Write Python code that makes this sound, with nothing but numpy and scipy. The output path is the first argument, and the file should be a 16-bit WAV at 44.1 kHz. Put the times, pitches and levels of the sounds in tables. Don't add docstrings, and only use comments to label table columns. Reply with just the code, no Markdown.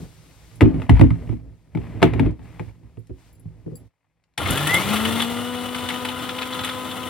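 import sys
import numpy as np
from scipy import signal
from scipy.fft import rfft, irfft, next_fast_len
from scipy.io import wavfile
from scipy.ndimage import uniform_filter1d

SR = 44100
rng = np.random.default_rng(int(sys.argv[2]) if len(sys.argv) > 2 else 0)


def master(y):
    cut = np.clip(np.atleast_2d(y).T, -1, 1)
    pcm = np.round(cut * 32767)
    wavfile.write(sys.argv[1], SR, pcm.astype(np.int16))


N = 312669
FFT_SIZE, TIME = next_fast_len(N), np.arange(N) / SR
SWITCH_S = 4.376


def undb(db):
    return 10 ** (np.asarray(db) / 20)


def unit(x):
    return x / np.sqrt(np.mean(x ** 2))


def curves(table):
    times, *columns = np.transpose(table)
    return [np.interp(TIME, times, column) for column in columns]


def along(points):
    hz, value = np.transpose(points)
    return np.interp(np.log(np.fft.rfftfreq(FFT_SIZE, 1 / SR) + 1), np.log(hz), value)


def colour(x, points):
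    return unit(irfft(rfft(x, FFT_SIZE) * undb(along(points)), FFT_SIZE)[..., :N])


def band(lo_hz, hi_hz):
    bandpass = signal.butter(2, [lo_hz, hi_hz], "bandpass", fs=SR, output="sos")
    return unit(signal.sosfilt(bandpass, rng.standard_normal(N)))


def wide_noise():
    return rng.standard_normal(N) + rng.standard_normal((2, N))


def wobble(rate):
    hold = int(SR / rate)
    steps = np.repeat(rng.standard_normal(N // hold + 1), hold)
    return 1.113 * uniform_filter1d(uniform_filter1d(steps, hold), hold)[:N]


def bursts(times, db, t60, rise_s):
    blows = np.zeros(N)
    blows[(times * SR).astype(int)] = undb(db)
    rise, fall = np.exp(-1 / (rise_s * SR)), np.exp(-np.log(1000) / (t60 * SR))
    return signal.lfilter([1 - rise], np.convolve([1, -rise], [1, -fall]), blows)


def ring(x, hz, t60):
    fall, angle = np.exp(-np.log(1000) / (t60 * SR)), 2 * np.pi * hz / SR
    return signal.lfilter([0, np.sin(angle)], [1, -2 * fall * np.cos(angle), fall * fall], x)


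def strike(times, db, notes, scatter_db, spread_s, favour_hz=None, slope_db=0):
    chance, out = rng.standard_normal((len(times), 5, len(notes))), 0
    for (hz, note_db, t60), (delay, sign, strength, phase, pan) in zip(notes, chance.T):
        blows, at = np.zeros((2, N)), (times + spread_s * np.abs(delay)) * SR
        size_db = db + note_db + scatter_db * strength
        if favour_hz is not None:
            size_db -= slope_db * np.abs(np.log2(hz / favour_hz))
        for mic, side in enumerate((1, -1)):
            lag = side * .4 * phase * SR / (2 * np.pi * hz)
            gain = undb(size_db + side * 3 * pan)
            np.add.at(blows[mic], (at + lag).astype(int), np.sign(sign) * gain)
        out = out + ring(blows, hz, t60)
    return out


# f/Hz, level/dB
ECHO_TONE = [(60, -9), (300, -13), (1000, -12), (2500, -8), (6000, -7.5)]
# f/Hz, level/dB
LEFT_LOUDER = [(60, -5.5), (110, -11), (200, 8.5), (380, 1), (900, 6.5), (4400, 1), (8100, 8.5), (14000, 0)]
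# f/Hz, phase/rad
LEFT_AHEAD = [(60, .6), (300, .8), (800, .7), (1100, .1), (4300, 0), (5300, .6), (9000, 6.3), (11500, 6.5),
              (14000, 9.1)]

def room(sound, echo_s=.12):
    size, lead = next_fast_len(N + SR // 2), SR // 50
    tail = rng.standard_normal((2, N)) * undb(-60 * TIME / echo_s) * (TIME > .004)
    tail /= np.sqrt(np.sum(tail ** 2, axis=1, keepdims=True))
    echo = rfft(tail, FFT_SIZE) * undb(along(ECHO_TONE))
    left = undb(along(LEFT_LOUDER) / 2) * np.exp(.5j * along(LEFT_AHEAD))
    response = irfft((1 + echo) * np.array([left, 1 / left]), FFT_SIZE)
    response = np.roll(response, lead, axis=1)[:, :SR // 2]
    return irfft(rfft(sound, size) * rfft(response, size), size)[:, lead:lead + N]


# start/s, end/s, rumble/dB, rustle/dB, hiss/dB
RUBS = [(0, 0.031, -34, -72, -54.5), (0.025, 0.57, -56, -65.5, -58.5), (0.676, 0.808, -26, -51, -65),
        (0.818, 0.84, -39, -48, -59.5), (0.95, 1.01, -27.5, -42, -58), (1.025, 1.33, -35, -55.5, -64),
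        (1.794, 1.993, -32, -53, -64.5), (2.039, 2.26, -25, -45.5, -69.5),
        (2.436, 2.686, -39.5, -56.5, -64.5), (3.196, 3.293, -72, -66, -64), (3.704, 3.811, -44.5, -72, -74)]

def rub_strengths(rest_db=(-50, -73, -73.5), quiet_db=(-73.5, -81, -88.5), drop_s=3.88):
    t = np.arange(0, N / SR, .002)
    start, end, *db = np.transpose(RUBS)[..., None]
    fade_db = np.maximum(np.maximum(249 * (start - t), 216.5 * (t - end)), 0)
    power = np.sum(undb(np.array(db) - fade_db) ** 2, axis=1) + undb(rest_db)[:, None] ** 2
    gains = np.where(t < drop_s, np.sqrt(power), undb(quiet_db)[:, None])
    return curves(np.vstack([t, gains]).T)


# f/Hz, level/dB, fade time/s
TABLE_NOTES = [(59.4, 4, 0.26), (79.55, 2.5, 0.17), (111.4, 6, 0.13), (160.1, 5.5, 0.17)]
BODY_NOTES = [(236.7, 2, 0.2), (268.9, -1, 0.26), (311.9, -1.5, 0.17), (368, -1.5, 0.13), (434, -6, 0.11),
              (495.3, -11.5, 0.13), (600, -10, 0.05)]
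# f/Hz, level/dB
RUSTLE_TONE = [(300, -16), (450, 4), (865, 3.5), (1500, -4.5), (2100, 1.5), (3300, -11.5), (4300, -20),
               (6000, -34)]

def hands():
    rumble_gain, rustle_gain, hiss_gain = rub_strengths()
    friction = rng.standard_normal(N)
    rumble = sum(undb(db) * ring(friction, hz, t60) for hz, db, t60 in TABLE_NOTES)
    rumble += sum(undb(db - 6) * ring(friction, hz, t60) for hz, db, t60 in BODY_NOTES)
    rustle = colour(rng.standard_normal(N), RUSTLE_TONE) * undb(wobble(30) + 3.5 * wobble(250))
    hiss = colour(wide_noise(), [(2500, -2.5), (4500, -3), (15000, -12.5)])
    rumble = unit(rumble) * undb(4.5 * wobble(8.5))
    return rumble * rumble_gain + rustle * rustle_gain + hiss * hiss_gain


# t/s, level/dB, favoured f/Hz
CLINKS = [(0.553, -48, 11100), (2.9891, -56, 10000), (3.326, -49, 12500), (3.347, -52, 8840),
          (3.393, -53.5, 10900), (3.753, -34.5, 8200), (3.766, -44, 10900)]
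# f/Hz, level/dB, fade time/s
GLASS_NOTES = [(4753, -8, .05), (7420, -9, .05), (7900, -13, .04), (10760, -12, .05), (11050, -5, .07),
               (11570, -11, .05), (15060, -6, .05), (15280, -3, .05)]
# t/s, level/dB
TICKS = [(2.308, -54), (3.07, -52.5)]

def bangles():
    times, db, hz = np.transpose(CLINKS)
    ticks = bursts(*np.transpose(TICKS), t60=.014, rise_s=.0018) * band(3000, 9500)
    return strike(times, db, GLASS_NOTES, 2, .0044, favour_hz=hz, slope_db=12) + ticks


# t/s, thud level/dB, thud f/Hz, body level/dB, body f/Hz, clack level/dB
KNOCKS = [(0.608, -19, 173, 9.5, 269, 3), (0.618, -4, 101.4, -3, 272, -18), (0.656, -19.5, 99, 7, 285, -30),
          (0.742, -21.5, 72.7, -2, 272, -22), (0.818, -35.5, 81.5, 0, 240, 1),
          (0.894, -4, 95, -9.5, 279, -11.5), (0.919, -5, 64.2, -28, 234, -36),
          (0.994, -18, 125, 3.5, 270, -7.5), (1.011, -7, 107, -1, 310, -11.5),
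          (1.038, -8, 89, -8.5, 274, -45.5), (1.104, -16.5, 96, -9, 232, -17),
          (1.291, -24.5, 131, -5, 302, -18.5), (1.323, -25.5, 70.7, -3.5, 278, -23),
          (1.749, -24.5, 171, 1, 300, -14), (1.772, -25.5, 68, -7, 370, -15.5),
          (2.018, -17, 154, -3, 242, -6.5), (2.027, -14.5, 150, 8, 375, 7.5),
          (2.064, -16, 69.4, -6, 345, -39), (2.135, -24, 67, 0, 335, -5), (2.195, -15, 110, -2, 294, -8),
          (2.26, -24.5, 62, 4, 310, -14), (2.392, -37, 68.5, -5.5, 240, -14),
          (2.595, -29.5, 159, 2, 485, -4), (2.665, -37, 65, -16, 238, -27),
          (2.833, -40.5, 60.7, -15.5, 235, -21), (2.971, -37.5, 122.7, 0.5, 443, -17.5),
          (3.095, -30, 71, -3.5, 400, -35), (3.456, -31, 148.6, -20.5, 431, -42),
          (3.66, -32.5, 157, 3, 383, -36.5), (3.715, -34, 150, 0.5, 472, -40)]
# f/Hz, level/dB, fade time/s
JAR_NOTES = [(680, 2, 0.076), (866.5, 6.5, 0.055), (1272, 1, 0.034), (1970, -6, 0.039), (2158, -8, 0.062),
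             (2590, -11.5, 0.032), (3033, -12, 0.045), (3450, -15, 0.04), (3822, -17.5, 0.018)]

def knocks():
    times, thud_db, thud_hz, body_db, body_hz, clack_db = np.transpose(KNOCKS)
    jar_db = thud_db + clack_db
    table = strike(times, thud_db, TABLE_NOTES, 1.1, .004, favour_hz=thud_hz, slope_db=15.5)
    body = strike(times, thud_db + body_db + 1.5, BODY_NOTES, 1.5, .008, favour_hz=body_hz, slope_db=16)
    jar = strike(times, jar_db - 9.5, JAR_NOTES, scatter_db=3.5, spread_s=.0023)
    crack = bursts(times, jar_db + 6.5, t60=.017, rise_s=.001)
    tail = bursts(times, jar_db - 19.5, t60=.23, rise_s=.0038)
    noise = colour(rng.standard_normal(N), RUSTLE_TONE)
    tick = bursts(times, jar_db - 21.5, t60=.03, rise_s=.001) * band(4000, 9300)
    return table + body + jar + (crack + tail) * noise + tick


# t/s, level/dB
SWITCH_CLICKS = [(4.238, -57.5), (4.337, -62), (4.377, -18)]

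def switch():
    return bursts(*np.transpose(SWITCH_CLICKS), t60=.012, rise_s=.0018) * band(725, 5000)


# t/s,
# level/dB, treble against that level/dB, favoured f/Hz
BIG_HITS = [(4.377, -10, -10.5, 2100), (4.456, -11, -35, 2130), (4.485, -11.5, -21, 3000),
            (4.5044, -18, 5, 2950), (4.573, -8, -8, 2950), (4.6712, -8.5, -7, 2960),
            (4.7412, -7, -2.5, 3460), (4.9582, -8.5, -12, 2882), (5.0498, -6, -13, 2970),
            (5.198, -7, -22, 3405), (5.2176, -6.5, -11.5, 3580), (5.745, -14.5, -18, 3100),
            (5.7829, -15.5, -14, 2890), (5.8866, -11.5, -15, 3450), (5.9, -13, -18, 2120),
            (6.0483, -11, -15, 2565), (6.0866, -11.5, -18, 3134), (6.2903, -13, -25, 3490),
            (6.383, -12.5, -32, 3500), (6.415, -12.5, -31, 3472), (6.427, -18, -25, 2600),
            (6.5246, -11.5, -35, 3802), (6.589, -13, -32, 3417), (6.6318, -12.5, -21, 3530),
            (6.647, -10, -8.5, 2906), (6.672, -14.5, -19, 3123), (6.6889, -14.5, -17, 3400)]

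def rattles(small_count=320):
    when, size, pitch = rng.random((small_count, 3)).T
    small = [SWITCH_S + (N / SR - SWITCH_S - .05) * when, -31 - 1.2 * np.log(1 - size),
             np.full(small_count, -19.), 2950 + 900 * pitch]
    times, db, treble_db, hz = np.hstack([np.transpose(BIG_HITS), small])
    rough = undb(2.5 * wobble(400))

    def swell(level_db, rise_s):
        return uniform_filter1d(bursts(times, level_db, .014, rise_s), size=SR // 200)

    crack = swell(db - 9.5, .0074) * (band(3060, 3910) + 1.7 * band(950, 2880))
    crack += swell(db + treble_db, .0043) * band(7200, 12300)
    wall_notes = [(note_hz, 0, .65 * t60) for note_hz, _, t60 in JAR_NOTES[3:]]
    wall = strike(times, db - 10, wall_notes, 2, .004, favour_hz=hz, slope_db=30)
    hollow = strike(times, db - 31, JAR_NOTES[1:3], 3.4, .00406)
    return rough * crack + wall + hollow


# f/Hz, level/dB
ROAR_TONE = [(40, -67), (90, 3.5), (300, 3), (600, -0.5), (1300, -3.5), (1700, -7.5), (2600, -5),
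             (3500, -1.5), (4500, -13), (7000, -62)]
AIR_TONE = [(3000, 2), (15000, 3.5)]
# f/Hz, width/Hz, level against the roar/dB
RINGING = [(102.5, 23, -17.5), (1412, 81, -11.5), (2130, 180, -14.5), (3085, 120, -16.5), (3543, 29, -17.5),
           (9700, 630, -19.5)]

def spice_roar(turn, powder, coarse_db=-26.5, powder_db=-36.5):
    throw = (1 + .25 * np.sin(turn)) * undb(2 * wobble(180) + wobble(35))
    grains = throw * rng.standard_normal(N)
    rings = sum(undb(db) * unit(ring(grains, hz, np.log(1000) / (np.pi * width)))
                for hz, width, db in RINGING)
    roar = colour(grains, ROAR_TONE) + rings * undb(3.6 * wobble(60))
    age_s = np.abs(TIME - SWITCH_S)
    air = colour(throw * wide_noise(), AIR_TONE) * undb(-6 - 11 * np.exp(-age_s / .07))
    level_db = coarse_db + (powder_db - coarse_db) * powder - 7 * np.exp(-age_s / .066)
    return undb(level_db) * (roar + air)


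def table_shake(hz, powder, peak_hz=116.8, width_hz=15):
    swell_db = 20 * np.exp(-((hz - peak_hz) / width_hz) ** 2)
    return undb(-40 - 9.5 * powder + swell_db) * band(29, 177)


# f/Hz, level/dB
HUM = [(60, -44.5), (88, -25.5), (120, -40), (146, -23), (168, -35), (195, -31.5), (212, -20), (228, -22),
       (243, -26), (256, -36.5)]
# multiple of the speed, level while climbing/dB, level at full speed/dB
OVERTONES = [(2, -37, -38.5), (3, -43, -47), (4, -43, -40), (5, -44, -40), (6, -45, -52)]
# f/Hz, level/dB
WHINE = [(700, -36), (1850, -33), (1940, -20), (2050, -16), (2130, -19), (2200, -34), (3100, -45)]
WHISTLE = [(7500, -62), (8400, -52), (8900, -53), (9100, -61)]

def motor_tones(hz, turn, slots=12, full_speed_hz=(245, 251)):
    hum = undb(np.interp(hz, *np.transpose(HUM)) + wobble(20)) * np.sin(turn)
    for multiple, *db in OVERTONES:
        gain = undb(np.interp(hz, full_speed_hz, db) + 2.3 * wobble(15))
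        hum += gain * np.sin(multiple * turn + .1 * multiple * wobble(30))
    whine_db = np.interp(slots * hz, *np.transpose(WHINE)) + 3 * wobble(120)
    whine = undb(whine_db) * np.sin(slots * turn + .9 * wobble(220))
    whistle_db = np.interp(3 * slots * hz, *np.transpose(WHISTLE))
    whistle = undb(whistle_db) * np.sin(3 * slots * turn + 1.6 * wobble(130))
    return hum + whine + whistle


# t/s, f/Hz
SHAFT_SPEED = [(4.376, 60.2), (4.5, 110.5), (4.575, 142.1), (4.675, 149.8), (4.7, 163), (4.78, 178.9),
               (4.85, 196.5), (4.92, 212.1), (5.15, 230.9), (5.3, 238.5), (5.5, 246.2), (6.1, 249.9),
               (6.6, 254.4), (7.09, 252.7)]

def grinder(half_ground_s=5.23, crumble_s=.24):
    hz, = curves(SHAFT_SPEED)
    turn = 2 * np.pi * np.cumsum(hz * (1 + .00205 * wobble(15))) / SR
    powder = .5 + .5 * np.tanh((TIME - half_ground_s) / crumble_s)
    on = np.clip((TIME - SWITCH_S) / .0039, 0, 1)
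    whirl = motor_tones(hz, turn) + spice_roar(turn, powder)
    return switch() + on * (whirl + table_shake(hz, powder))


def scene():
    return room(knocks() + hands() + bangles() + grinder() + rattles())


def record(dry, bass_hz=53, limit=.84, top_hz=16000):
    thin = signal.sosfilt(signal.butter(4, bass_hz, "highpass", fs=SR, output="sos"), dry)
    rounded = thin / (1 + np.abs(thin / limit) ** 6) ** (1 / 6)
    return signal.sosfilt(signal.ellip(10, .2, 70, top_hz, fs=SR, output="sos"), rounded)


dry = scene()
out = record(dry)
master(out)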